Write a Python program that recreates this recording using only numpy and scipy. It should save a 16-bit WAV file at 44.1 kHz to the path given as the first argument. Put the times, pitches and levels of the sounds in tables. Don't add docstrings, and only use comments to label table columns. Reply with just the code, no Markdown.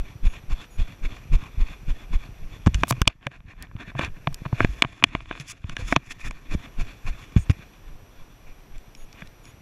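import sys
import numpy as np
from scipy import signal
from scipy.fft import rfft, irfft, next_fast_len
from scipy.io import wavfile

SR = 44100
rng = np.random.default_rng(int(sys.argv[2]) if len(sys.argv) > 2 else 0)


def waveform_to_disk(signal):
    frames = np.transpose(np.atleast_2d(signal))
    scaled = np.clip(frames, -1, 1) * 32767
    samples = np.round(scaled).astype(np.int16)
    wavfile.write(sys.argv[1], SR, samples)


def linear_from_db(decibels):
    return 10 ** (np.asarray(decibels, float) / 20)


N = 423801
T = np.arange(N) / SR

# crest t/s, crest level/dB, swing back share (up to about 1.3), strap puff level/dB, cloth swish
# level/dB
STRIDES = [(0.26, -7.5, 0.9, -41, -45), (0.518, -15.5, 1.16, -40, -46), (0.808, -11, 0.7, -40, -48.5),
           (1.051, -15, 0.8, -43, -47), (1.345, -5, 0.65, -38, -48), (1.612, -9.5, 1.01, -44.5, -45),
           (1.901, -13, 0.8, -42.5, -51), (2.146, -11.5, 1.1, -40.5, -49), (2.444, -24.5, 0.74, -55, -50),
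           (6.271, -20, 1.34, -50, -54), (6.528, -16.5, 0.9, -36.5, -52.5), (6.805, -12.5, 0.3, -39, -48.5),
           (7.081, -17, 0.93, -37.5, -59), (7.943, -32.5, 0.5, -64, -73), (8.222, -32.5, 0.1, -59, -71),
           (8.491, -34, 0.9, -55.5, -64), (8.754, -28, 0.98, -57.5, -67), (9.015, -31.5, 1.17, -59.5, -67),
           (9.259, -40, 0.5, -59, -75.5)]
FIRST_STRIDE = (-0.004, -17, .8, -50, -51)
# t/s, level/dB, width/ms
SWAYS = [
    (4.133, -27.5, 36),
    (4.325, -26.5, 31),
    (4.646, -19.5, 36),
    (5.735, -27.5, 30),
    (6.111, -34, 22),
    (6.295, -21.5, 23),
    (7.866, -38, 22),
    (7.903, -32, 21),
]

# f/Hz, width/Hz, level when tapped/dB, level when rubbed/dB
SHELL = [(273, 149, -8, 5), (692, 129, -9, -2.5), (1063, 372, 6.5, -2.5), (1623, 300, -0.5, -6.5),
         (1814, 164, -19.5, -3.5), (2410, 377, 5, 0.5), (2890, 480, 3.5, -9), (3441, 293, -5, -1),
         (4434, 305, -20.5, -11.5), (5200, 360, -32, -22.5), (6530, 450, -32.5, -21.5)]
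# t/s, peak level/dB, dull modes level/dB, bright crack level/dB, upper modes lift/dB
TAPS = [(2.6621, -26, -21, -24.5, 3), (2.6688, -24.5, -15.5, -23, -2), (2.6741, -25, -17.5, -28, 10),
        (2.7443, -19.5, -30, -15.5, 9), (2.834, -9, -7, -18, -0.5), (2.9077, -19, -7.5, -19, -2.5),
        (2.9237, -24, -18.5, -26, -1), (3.0168, -13.5, -15.5, -13, 10), (3.0727, -22.5, -19.5, -30, -2.5),
        (3.0759, 1, -9.5, -3, 3), (3.2674, -17, -19, -29.5, -3), (3.992, -16.5, -16, -28, -0.5),
        (4.0472, -20.5, -42, -25.5, -3), (4.2716, -16.5, -12.5, -35.5, -3.5), (4.6041, -11, -3, -49, -13),
        (4.6465, -16.5, -11, -28, -8), (4.8215, 2, -8, -15.5, -0.5), (5.0392, 3, -5.5, -11, 4.5),
        (5.1502, -18.5, -14.5, -40, 5), (5.6953, -27, -31.5, -29, 7), (5.7665, -23, -26.5, -25, 5),
        (5.9248, -13.5, -4, -20, -12), (5.9622, -6, -5, -11.5, -1), (6.3092, -28, -31, -30, -9),
        (7.497, -19, -30, -28, 4)]
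# t/s, level/dB
PATS = [
    (2.879, -33),
    (3.534, -45),
    (3.7128, -40),
    (3.916, -39),
    (3.9508, -28.5),
    (4.325, -40),
    (4.4528, -26),
    (4.461, -23),
    (4.5268, -24),
    (4.8387, -22),
]
# t/s, level/dB
TOUCHES = [(2.737, -40), (3.0545, -39.5), (3.21, -55), (3.2272, -43), (3.3148, -41), (3.4036, -46.5),
           (3.578, -50), (3.669, -47), (3.7644, -38.5), (4.034, -23), (4.085, -42), (5.2047, -33.5),
           (5.2568, -38.5), (5.326, -32), (5.3519, -32.5), (5.3751, -36), (5.641, -37.5), (6.196, -41),
           (6.658, -36), (7.3639, -27.5), (9.2203, -30), (9.443, -47)]
# t/s, level/dB
TICKS = [
    (2.8713, -40),
    (3.6257, -34.5),
    (4.344, -30),
    (5.3992, -24),
    (8.7814, -37.5),
    (8.9501, -31.5),
    (9.1281, -33.5),
    (9.207, -46),
    (9.273, -35.5),
    (9.4542, -34),
]
# t/s, level/dB
DABS = [
    (4.0099, -22),
    (4.8469, -15),
    (5.0245, -17.5),
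    (5.3105, -17),
]
# bright modes level/dB, dull modes level/dB, crack level/dB
PAT, TOUCH, TICK, DAB = (-9, .1, -35.5), (.1, -2.1, -22), (-8, -25, .1), (0.11, -1.88, -34)
# t/s, f/Hz
RINGS = [
    (8.781, 7500),
    (8.95, 5500),
    (9.128, 5500),
    (9.273, 3900),
    (9.454, 5550),
]
# t/s, favoured f/Hz, level/dB, stilled f/Hz, level/dB
SPOTS = [(2.744, 1580, 13, 850, -11), (2.908, 2900, 4.5, 1800, -8), (2.924, 3900, 6, 780, -8),
         (3.017, 1430, 9.5, 640, -17), (3.076, 2900, 3, 1880, -16.5), (3.267, 1800, 5, 1140, -4.5),
         (3.951, 700, 7, 1650, -11), (3.992, 530, 10.5, 1660, -3), (4.01, 1800, 4, 400, -12),
         (4.034, 780, 10, 1250, -8), (4.272, 3760, 9.5, 1520, -3), (4.527, 850, 9, 1620, -9),
         (4.604, 1350, 4.5, 990, -14), (4.647, 2080, 6.5, 1130, -14), (4.822, 4620, 9.5, 596, -12),
         (4.847, 700, 2.5, 540, -5), (5.039, 1680, 2, 630, -9), (5.15, 2100, 12, 1630, -10),
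         (5.31, 1550, 7, 2150, -4), (5.695, 1490, 13, 880, -11), (5.766, 1710, 15, 1060, -8.5),
         (5.925, 1860, 6.5, 1030, -13), (5.962, 4120, 9.5, 1620, -6), (7.364, 1620, 12.5, 2150, -11),
         (7.497, 1510, 12, 3000, -9), (9.22, 1710, 14, 1050, -10), (9.22, 3390, 12, 2930, -15),
         (9.22, 2420, 2, 3950, -12)]

# t/s, level/dB, f/Hz, t60/ms
PUSHES = [(1.573, -21, 45, 75), (2.669, -15, 810, 14), (2.908, -27, 820, 20), (3.2676, -26, 557, 33),
          (4.272, -26, 720, 21), (5.794, -40.5, 502, 88), (2.68, -11, 110, 29), (4.079, -23, 100, 27),
          (7.378, -20, 24, 130), (7.505, -33.5, 283, 56), (2.6707, -0.5, 190, 20), (2.748, -13.5, 50, 180),
          (2.834, -23, 177, 50), (3.021, -16, 40.2, 64), (3.079, -19.5, 39.2, 59), (3.265, -27.5, 131, 85),
          (3.95, -31, 133, 320), (4.2727, -16, 145, 68), (4.529, -12, 120, 57), (4.609, -22, 104.7, 200),
          (4.647, 1, 163, 9.7), (4.691, -21.5, 50.4, 180), (4.822, -27, 240, 28), (5.15, -12, 147, 13),
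          (5.79, -29.5, 97, 80), (5.823, -24.5, 79, 70), (5.964, -14, 140, 49), (6.542, -16.5, 62, 110),
          (6.549, -10, 160, 16.5), (7.3638, -7.5, 100, 84), (7.4965, -9, 90, 75), (9.222, -30.5, 178, 35)]
# t/s, level/dB, f/Hz, t60/ms
RELEASES = [(2.6651, -9, 89, 103), (2.69, -17.5, 68.5, 76), (2.756, -21.5, 94, 74),
            (2.913, -17.5, 127, 137), (3.016, -1, 93, 14.4), (3.073, -12, 104, 36),
            (3.7529, -23.5, 107.4, 34), (3.994, -15.5, 160, 16), (4.419, -21, 134, 17),
            (4.46, -21, 140, 62), (4.848, -23.5, 128, 59), (5.3106, -18, 288, 15),
            (5.3998, -31.5, 141, 110), (5.6438, -22.5, 90.5, 63), (5.925, -8.5, 270, 28),
            (7.362, -12, 172, 68), (7.3699, -14, 63.6, 120), (7.502, -7.5, 131, 26)]
# t/s, peak level/dB, f/Hz
HOOVES = [(0.247, -25, 110), (0.7805, -20, 65), (0.7968, -23, 109), (1.32, -19.5, 130), (1.878, -22, 128),
          (6.262, -27, 45), (6.5205, -28, 65), (6.7856, -26, 129), (6.814, -25.5, 93), (0.505, -37, 129),
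          (0.788, -30, 125), (0.9, -36, 160), (1.03, -35, 121), (1.313, -25, 110), (1.335, -20, 150),
          (1.706, -36, 159), (1.876, -30, 130), (1.885, -37, 260), (2.105, -30, 130), (2.135, -29, 171),
          (3.875, -33, 143), (4.03, -25, 74.6), (4.315, -31, 122), (5.03, -26.5, 131), (5.69, -29.5, 153),
          (6.25, -37, 110), (6.3, -34.5, 200), (6.79, -30, 129), (6.82, -23.5, 99), (7.05, -30, 110),
          (7.08, -36, 200), (7.894, -44, 145), (8.208, -47, 110)]
# t/s, peak level/dB, f/Hz
DOWNWARD_BUMPS = [(0.2195, -38, 44.7), (0.232, -21, 77.4), (0.512, -26, 55), (1.2976, -21.5, 55), (1.329, -15.5, 65),
                  (1.3401, -18, 130), (1.5733, -27, 110), (1.58, -23, 55), (2.1105, -28, 55), (2.145, -26, 78),
                  (7.084, -23, 55), (7.855, -41, 45)]

# t/s, level/dB
SLIPS = [
    (2.872, -40),
    (3.017, -19.5),
    (3.0764, -22.5),
    (3.2678, -43.5),
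    (3.6248, -30.5),
    (4.329, -46),
    (4.344, -27),
]
# t/s, pressure as level/dB
RUB = [(0.0, -60.5), (1.34, -53), (2.48, -56.5), (2.94, -46.5), (3.15, -69), (3.7, -64), (3.96, -59),
       (4.12, -58.5), (4.41, -54.5), (4.68, -48), (5.17, -51), (5.21, -53), (5.4, -45), (5.62, -56),
       (5.78, -55.5), (7.47, -51), (7.91, -62), (9.6, -64)]
# top t/s, rise/ms, fall/ms, rub level/dB,
# bright hiss level/dB
STROKES = [(2.836, 73, 7.1, -53, -62.5), (3.017, 76, 6.5, -53, -77.5), (3.108, 24, 24, -48, -75.5),
           (3.995, 29, 33, -36, -58), (4.045, 49, 27, -32.5, -54.5), (4.64, 73, 18, -35, -55),
           (5.135, 52, 52, -49, -84), (5.408, 9.5, 14, -37.5, -48), (5.512, 30, 9.6, -36.5, -41),
           (5.728, 54, 14, -49, -64), (5.805, 26, 37, -39.5, -53), (5.915, 49, 24, -34.5, -44.5),
           (6.119, 20, 11, -37.5, -46.5), (6.274, 27, 11.6, -34.5, -46), (6.06, 22, 28, -56.5, -65),
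           (6.21, 22, 30, -47.5, -56.5), (6.812, 16, 7, -43, -52), (2.8, 40, 30, -52.5, -64.5),
           (4.8, 22, 5, -49.5, -63), (6.54, 17, 11, -39, -52), (6.65, 42, 35, -48, -67),
           (4.74, 74, 60, -52, -63.5), (7.233, 65, 23, -50, -61.5), (7.37, 12, 24, -40, -54.5),
           (7.4, 23, 28, -52, -60), (9.21, 69, 22, -49.5, -70), (9.488, 47, 51, -56, -73)]
# t/s, rub level/dB, bright hiss level/dB
SCUFFS = [
    (2.669, -37, -50),
    (2.749, -37, -46),
    (4.456, -42.5, -75),
    (5.033, -51, -69),
    (5.963, -32, -64),
    (7.506, -34, -44.5),
]
# t/s, rub level/dB
SHIFTS = [(3.253, -51.5), (3.347, -48), (3.505, -47), (3.6, -56), (3.633, -49), (3.817, -45), (3.891, -46),
          (4.172, -53.5), (5.32, -50), (7.627, -49), (7.75, -55), (8.195, -56.5), (7.88, -55)]
# t/s, level/dB
CUP = [
    (0.0, 0.4),
    (3.0, 1.5),
    (3.3, 8),
    (4.1, 9),
    (4.4, 3.5),
    (5.7, 3),
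    (6.3, 5.5),
    (6.5, 3),
    (9.6, -0.5),
]
# f/Hz, level per Hz/dB
RUB_COLOUR = [(150, -30.5), (400, -4), (1800, -2.5), (2600, 7), (4500, -32.5), (7500, -28.5), (8500, -50)]
# f/Hz, level per Hz/dB
HISS_COLOUR = [(3500, -25), (5000, 1), (7300, 0.5), (8500, -14), (10300, -6.5), (13200, -23), (15000, -20),
               (15800, -33.5)]
# start t/s, end t/s, f/Hz, level/dB
WHISKS = [
    (7.36, 7.445, 6700, -56),
    (7.38, 7.45, 8600, -57),
    (5.485, 5.525, 8200, -51),
]

# t/s, level/dB
SHAKE = [(0.0, -44), (1.6, -39.5), (2.51, -40), (2.86, -29.5), (3.26, -57), (3.6, -39.5), (4.0, -42.5),
         (4.63, -42.5), (5.11, -41.5), (5.6, -50.5), (5.85, -33), (6.2, -50), (7.52, -40), (7.73, -53.5),
         (9.3, -56), (9.61, -42.5)]

# f/Hz, level per Hz/dB
FLOOR = [(18, -18.5), (30, 3.5), (81, -16.5), (400, -19.5), (1280, -26.5), (2000, -30), (2450, -30),
         (4650, -39), (5740, -36), (6400, -42.5), (9200, -45), (11700, -45.5), (13300, -55), (14800, -51.5),
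         (15300, -88)]
# start t/s, end t/s, base f/Hz
CHIRPS = [
    (0.276, 0.347, 3350),
    (.704, 0.77, 3370),
    (8.969, 9.048, 3325),
    (9.435, 9.513, 3370),
]
# multiple, rms level/dB
CHIRP_ORDERS = [(2, -63), (3, -67), (4, -76)]
# f/Hz, locked line f/Hz, blanking blip f/Hz, rms level/dB
SENSOR = [
    (5851, 5844, 5655, -71.5),
    (11706, 11718, 11300, -71.5),
]
# t/s, gain just after as level/dB
OVERLOADS = [
    (3.016, -16.5),
    (3.075, -15),
    (4.823, -14.5),
    (5.04, -18.5),
    (5.963, -5.5),
]


def jolts():
    width_at_0db_ms, softer_ms_per_db = 14.6, 0.5
    pull_before, sway_back = 0.56, 0.3
    out = np.zeros(N)
    shudder = rms_one(band(rng.standard_normal(N), 58, 154))
    rows = [(s, db, width_at_0db_ms - softer_ms_per_db * db, back)
            for s, db, back, *rest in [FIRST_STRIDE, *STRIDES]]
    rows += [(*row, sway_back) for row in SWAYS]
    for s, crest_db, width_ms, back in rows:
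        near = slice(max(int((s - .1) * SR), 0), int((s + .1) * SR))
        u = (T[near] - s) * 1000 / width_ms
        crest = np.exp(-np.where(u < .15, 2.4, 12.0) * np.abs(u - .15) ** 2.7)
        pull = pull_before * np.exp(-4.5 * (u + 1.03) ** 2)
        swing = 1.35 * back * np.exp(-7.5 * (u - .8) ** 2)
        rebound = 0.12 * np.exp(-.9 * (u - 2.6) ** 2)
        shaken = 0.081 * shudder[near] * np.exp(-1.6 * (u + 0.55) ** 2)
        out[near] += linear_from_db(crest_db - 1.95) * (crest - pull - swing + rebound + shaken)
    return out


def taps():
    size = SR // 20
    out, t = np.zeros(N + SR), T[:size]
    rows = all_taps()
    luck = rng.normal(0, 1, (len(rows), len(SHELL)))
    cracks = tap_cracks(rows, luck, t)
    hz, width_hz, level_db = np.transpose(SHELL)[:3, :, None]
    dull, upper = hz[:, 0] < 1800, hz > 2600
    softness = (1 - np.exp(-t / 0.00066)) ** 2
    for row, chance, crack in zip(rows, luck[:, :, None], cracks):
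        s, peak_db, dull_db, crack_db, upper_db = row
        detuned_hz = hz * (1 + 0.022 * chance[::-1])
        waves = np.sin(2 * np.pi * detuned_hz * t) * np.exp(-np.pi * .75 * width_hz * t)
        waves = waves * linear_from_db(level_db + upper_db * upper + 1.1 * chance) * softness
        bright = at_peak(waves[~dull].sum(axis=0), peak_db + 0.19)
        low = at_peak(waves[dull].sum(axis=0), dull_db + 0.57)
        snap = at_peak(crack, crack_db - 4.5)
        at = int(s * SR)
        out[at:at + size] += landing(bright + low, s, crack_db - max(peak_db, dull_db)) + snap
    return out[:N]


def all_taps():
    rows = list(TAPS)
    for events, share in [(PATS, PAT), (TOUCHES, TOUCH), (TICKS, TICK), (DABS, DAB)]:
        rows += [(s, *(db + np.array(share)), 0) for s, db in events]
    return rows


def tap_cracks(rows, luck, t):
    ring_hz, ring_decay_s, ring_share = 5710, 0.0018, .6
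    noise = rng.standard_normal((len(rows), len(t)))
    bursts = band(band(noise, 4100, 7400), 2700, 11000) * np.exp(-t / 0.0015)
    decay = np.exp(-t / ring_decay_s)
    tones = np.sin(2 * np.pi * ring_hz * (1 + 0.034 * luck[:, :1]) * t) * decay
    times = np.array(rows)[:, 0]
    for s, hz in RINGS:
        tones[np.argmin(np.abs(times - s))] = 2 * np.sin(2 * np.pi * hz * t) * decay
    return bursts / np.abs(bursts).max(axis=1, keepdims=True) + ring_share * tones


def landing(body, s, crack_db):
    soft_hz, soft_db, hard_db = 3264, -37, -22.5
    for spot_s, lift_hz, lift_db, still_hz, still_db in SPOTS:
        if abs(spot_s - s) < .005:
            body = tint(tint(body, lift_hz, lift_db), still_hz, still_db)
    hard = np.clip((crack_db - soft_db) / (hard_db - soft_db), 0, 1)
    dulled = signal.sosfilt(signal.butter(4, soft_hz, fs=SR, output="sos"), body)
    return hard * body + (1 - hard) * dulled


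def knocks():
    out, t = np.zeros(N + SR), T[:SR // 2]
    for direction, rows in [(1, PUSHES), (-1, RELEASES)]:
        for s, level_db, hz, t60_ms in rows:
            wave = np.sin(2 * np.pi * hz * t) * linear_from_db(-60000 * t / t60_ms) * (1 - np.exp(-t / .0006))
            at = int(s * SR)
            out[at:at + len(t)] += direction * linear_from_db(level_db + 3.5) * wave
    return out[:N]


def bounces():
    length_cycles, rise_cycles, lift_db = 7.5, .3, 6.0
    out, t = np.zeros(N + SR), T[:SR // 8]
    for direction, rows in [(1, HOOVES), (-1, DOWNWARD_BUMPS)]:
        for s, level_db, hz in rows:
            rise = (1 - np.exp(-t * hz / rise_cycles)) ** 2
            wave = np.sin(2 * np.pi * hz * t) * linear_from_db(-60 * t * hz / length_cycles) * rise
            at = int(s * SR)
            out[at:at + len(t)] += direction * linear_from_db(level_db + lift_db) * wave
    return out[:N]


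def creak():
    start_s, end_s = 2.882, 2.911
    first_per_s, last_per_s = 240, 750
    first_db, last_db = -31.5, -17.5
    part = np.clip((T - start_s) / (end_s - start_s), 0, 1)
    live = (T >= start_s) & (T < end_s)
    phase = np.cumsum(live * first_per_s * (last_per_s / first_per_s) ** part / SR)
    pulses = np.exp(-4.5 * (phase % 1)) + 0.29 * part ** 2
    gate = live * pulses * linear_from_db(first_db + (last_db - first_db) * part)
    size = SR // 20
    for s, level_db in SLIPS:
        gate[int(s * SR):int(s * SR) + size] += linear_from_db(level_db) * np.exp(-T[:size] / 0.00098)
    return gate * rms_one(band(rng.standard_normal(N), 2800, 12000))


def rubbing():
    rub, hiss_level = stroke_levels()
    slips = rms_one(grains(5000, 3.14)) + 0.55 * rng.standard_normal(N)
    body = 0.74 * rms_one(band(rubbed_modes(slips), 180, 7000))
    body = body + 0.32 * coloured(rng.standard_normal(N), RUB_COLOUR)
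    low = body - signal.sosfiltfilt(signal.butter(2, 1150, "high", fs=SR, output="sos"), body)
    thin = np.clip(6.1 * (hiss_level / rub - .16), 0, .97)
    hiss = coloured(grains(5500, 2.5), HISS_COLOUR)
    return linear_from_db(1.85 * flicker(40.4)) * (rub * (body - thin * low) + hiss_level * hiss)


def rubbed_modes(slips):
    grip_db, grip_hz = 2.3, 7.2
    cup_db, = in_time(CUP)
    out = np.zeros(N)
    for k, (hz, width_hz, tap_db, level_db) in enumerate(SHELL):
        cup_share = (1500 < hz < 2000) - .5 * (hz > 2800)
        gain = linear_from_db(level_db + grip_db * flicker(grip_hz) + cup_db * cup_share)
        out += (-1) ** k * gain * ring(slips, hz, 0.56 * width_hz) * width_hz
    return out


def stroke_levels():
    steady_db, = in_time(RUB)
    rub, hiss = linear_from_db(steady_db - 1.5) ** 2, linear_from_db(steady_db - 18.5) ** 2
    for s, rise_ms, fall_ms, rub_db, hiss_db in all_strokes():
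        near = slice(max(int((s - .4) * SR), 0), int((s + .4) * SR))
        u = (T[near] - s) * 1000 / np.where(T[near] < s, rise_ms, fall_ms)
        shape = linear_from_db(-9.5 * np.abs(u) ** 2.18) ** 2
        rub[near] += linear_from_db(rub_db + 3.0) ** 2 * shape
        hiss[near] += linear_from_db(hiss_db + 1.3) ** 2 * shape
    return np.sqrt(rub), np.sqrt(hiss)


def all_strokes():
    rows = list(STROKES)
    rows += [(s, 6.4, 8.9, db, hiss_db) for s, db, hiss_db in SCUFFS]
    rows += [(s, 31, 24, db, db - 22.5) for s, db in SHIFTS]
    for s, crest_db, back, puff_db, swish_db in [FIRST_STRIDE, *STRIDES]:
        rows.append((s + 0.0035, 25, 17, puff_db, puff_db - 15.5))
        rows.append((s + 0.11, 77, 28.5, swish_db, swish_db - 17.5))
    return rows


def whisks():
    out = np.zeros(N)
    for start, end, hz, level_db in WHISKS:
        near = slice(int(start * SR), int(end * SR))
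        swell = np.sqrt(np.abs(np.sin(np.pi * (T[near] - start) / (end - start))))
        out[near] += linear_from_db(level_db) * swell * rms_one(ring(rng.standard_normal(N)[near], hz, 380))
    return out


def shaking():
    rumble_db, = in_time(SHAKE)
    drum_db = -50.5 + .6 * (rumble_db + 45.5)
    rumble = rms_one(band(rng.standard_normal(N), 22.0, 45)) * linear_from_db(4.5 * flicker(11))
    drum = rms_one(ring(band(grains(150, 4.06), 63, 450), 110, 82))
    return linear_from_db(rumble_db - 6.0) * rumble + linear_from_db(drum_db - 0.56) * drum


def circuit():
    out = linear_from_db(-51) * coloured(rng.standard_normal(N), FLOOR) + sensor()
    wobble = 1 + 0.0042 * flicker(60)
    for start, end, hz in CHIRPS:
        near = slice(int(start * SR), int(end * SR))
        since, left = T[near] - start, end - T[near]
        sharp = 0.029 * (np.exp(-since / 0.0052) + np.exp(-left / 0.0036))
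        phase = 2 * np.pi * np.cumsum(hz * (wobble[near] + sharp)) / SR
        gate = np.clip(np.minimum(since, left) / .002, 0, 1)
        for k, level_db in CHIRP_ORDERS:
            out[near] += gate * np.sqrt(2) * linear_from_db(level_db) * np.sin(k * phase)
    return out


def sensor():
    frames_per_s, frame_start, restart_s = 29.97, .36, 0.0021
    blip_share, blip_db = 0.38, -4
    pilot_hz, pilot_lock_hz, pilot_db = 14640, 14626, -81
    part = (T * frames_per_s - frame_start) % 1
    since = part / frames_per_s
    blip = np.sin(np.pi * np.minimum(part / blip_share, 1))
    dip = np.minimum(np.minimum(part, 1 - part) / frames_per_s / restart_s, 1)

    def whine(hz, lock_hz):
        return dip * np.sin(2 * np.pi * (hz * since + lock_hz * (T - since)))

    out = linear_from_db(pilot_db) * whine(pilot_hz, pilot_lock_hz)
    for hz, lock_hz, blip_hz, level_db in SENSOR:
        low_blip = linear_from_db(blip_db) * blip * np.sin(2 * np.pi * blip_hz * T)
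        out = out + linear_from_db(level_db) * (whine(hz, lock_hz) + low_blip)
    return np.sqrt(2) * out


def ducking():
    hold_s, rise_db_per_s = 0.31, 17
    gain_db = np.zeros(N)
    for s, drop_db in OVERLOADS:
        climb = drop_db + rise_db_per_s * np.maximum(T - s - hold_s, 0)
        gain_db = np.minimum(gain_db, np.where(T > s, climb, 0))
    return linear_from_db(gain_db)


def in_time(rows):
    s, *columns = np.transpose(rows)
    return [np.interp(T, s, c) for c in columns]


def rms_one(x):
    return x / np.sqrt(np.mean(x ** 2) + 1e-20)


def at_peak(x, peak_db):
    return linear_from_db(peak_db) * x / np.abs(x).max()


def coloured(x, spectrum):
    hz, level_db = np.transpose(spectrum)
    size = next_fast_len(N)
    bins = np.arange(size // 2 + 1) * SR / size + 1
    gain = linear_from_db(np.interp(np.log(bins), np.log(hz), level_db, left=-80, right=-80))
    return rms_one(irfft(rfft(x, size) * gain, size)[:N])


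def band(x, low_hz, high_hz):
    return signal.sosfilt(signal.butter(2, [low_hz, high_hz], "band", fs=SR, output="sos"), x)


def ring(clicks, hz, width_hz):
    r, w = np.exp(-np.pi * width_hz / SR), 2 * np.pi * hz / SR
    return signal.lfilter([0, np.sin(w)], [1, -2 * r * np.cos(w), r * r], clicks + 1e-18)


def tint(x, hz, gain_db):
    a, w = linear_from_db(gain_db / 2), 2 * np.pi * hz / SR
    q = np.sin(w) / (2 * 3.5)
    top = [1 + q * a, -2 * np.cos(w), 1 - q * a]
    bottom = [1 + q / a, -2 * np.cos(w), 1 - q / a]
    return signal.lfilter(top, bottom, x)


def grains(per_s, spread_db):
    sizes = linear_from_db(spread_db * np.minimum(rng.exponential(1, N), 5)) * rng.choice([-1, 1], N)
    return sizes * (rng.random(N) < per_s / SR)


def flicker(rate_hz):
    r = np.exp(-2 * np.pi * rate_hz / SR)
    noise = rng.standard_normal(N + SR)
    return rms_one(signal.lfilter([1], [1, -2 * r, r * r], noise)[SR:])


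def scene():
    handling = taps() + knocks() + bounces() + creak() + rubbing()
    return (jolts() + handling + whisks() + shaking() + ducking() * circuit())[None]


def starve(x):
    low_edge_hz, high_edge_hz = 12000, 12700
    low_limit_db, high_limit_db = -9, .5
    hz, s, cells = signal.stft(x[0], SR, nperseg=2048)
    power = (np.abs(cells[:1024]) ** 2).reshape(64, 16, -1).mean(axis=1)
    edge = hz[:1024:16, None]
    usual = np.median(power[edge[:, 0] > high_edge_hz][:5])
    limit_db = np.where(edge > high_edge_hz, high_limit_db, low_limit_db)
    limit = usual * linear_from_db(limit_db + rng.normal(0, 2, power.shape)) ** 2
    cells[:1024] *= np.repeat((power < limit) & (edge > low_edge_hz), 16, axis=0)
    cells[1024:] = 0
    lost = signal.istft(cells, SR, nperseg=2048)[1][:N]
    return x - lost


def band_limit(x):
    return signal.sosfilt(signal.butter(12, 16440, fs=SR, output="sos"), x)


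def record(dry):
    rounded = dry / (1 + dry ** 12) ** (1 / 12)
    cut = signal.sosfilt(signal.butter(8, 15900, fs=SR, output="sos"), rounded)
    mix = np.clip(starve(cut), -1, 1)
    return band_limit(mix)


dry = scene()
out = record(dry)
waveform_to_disk(out)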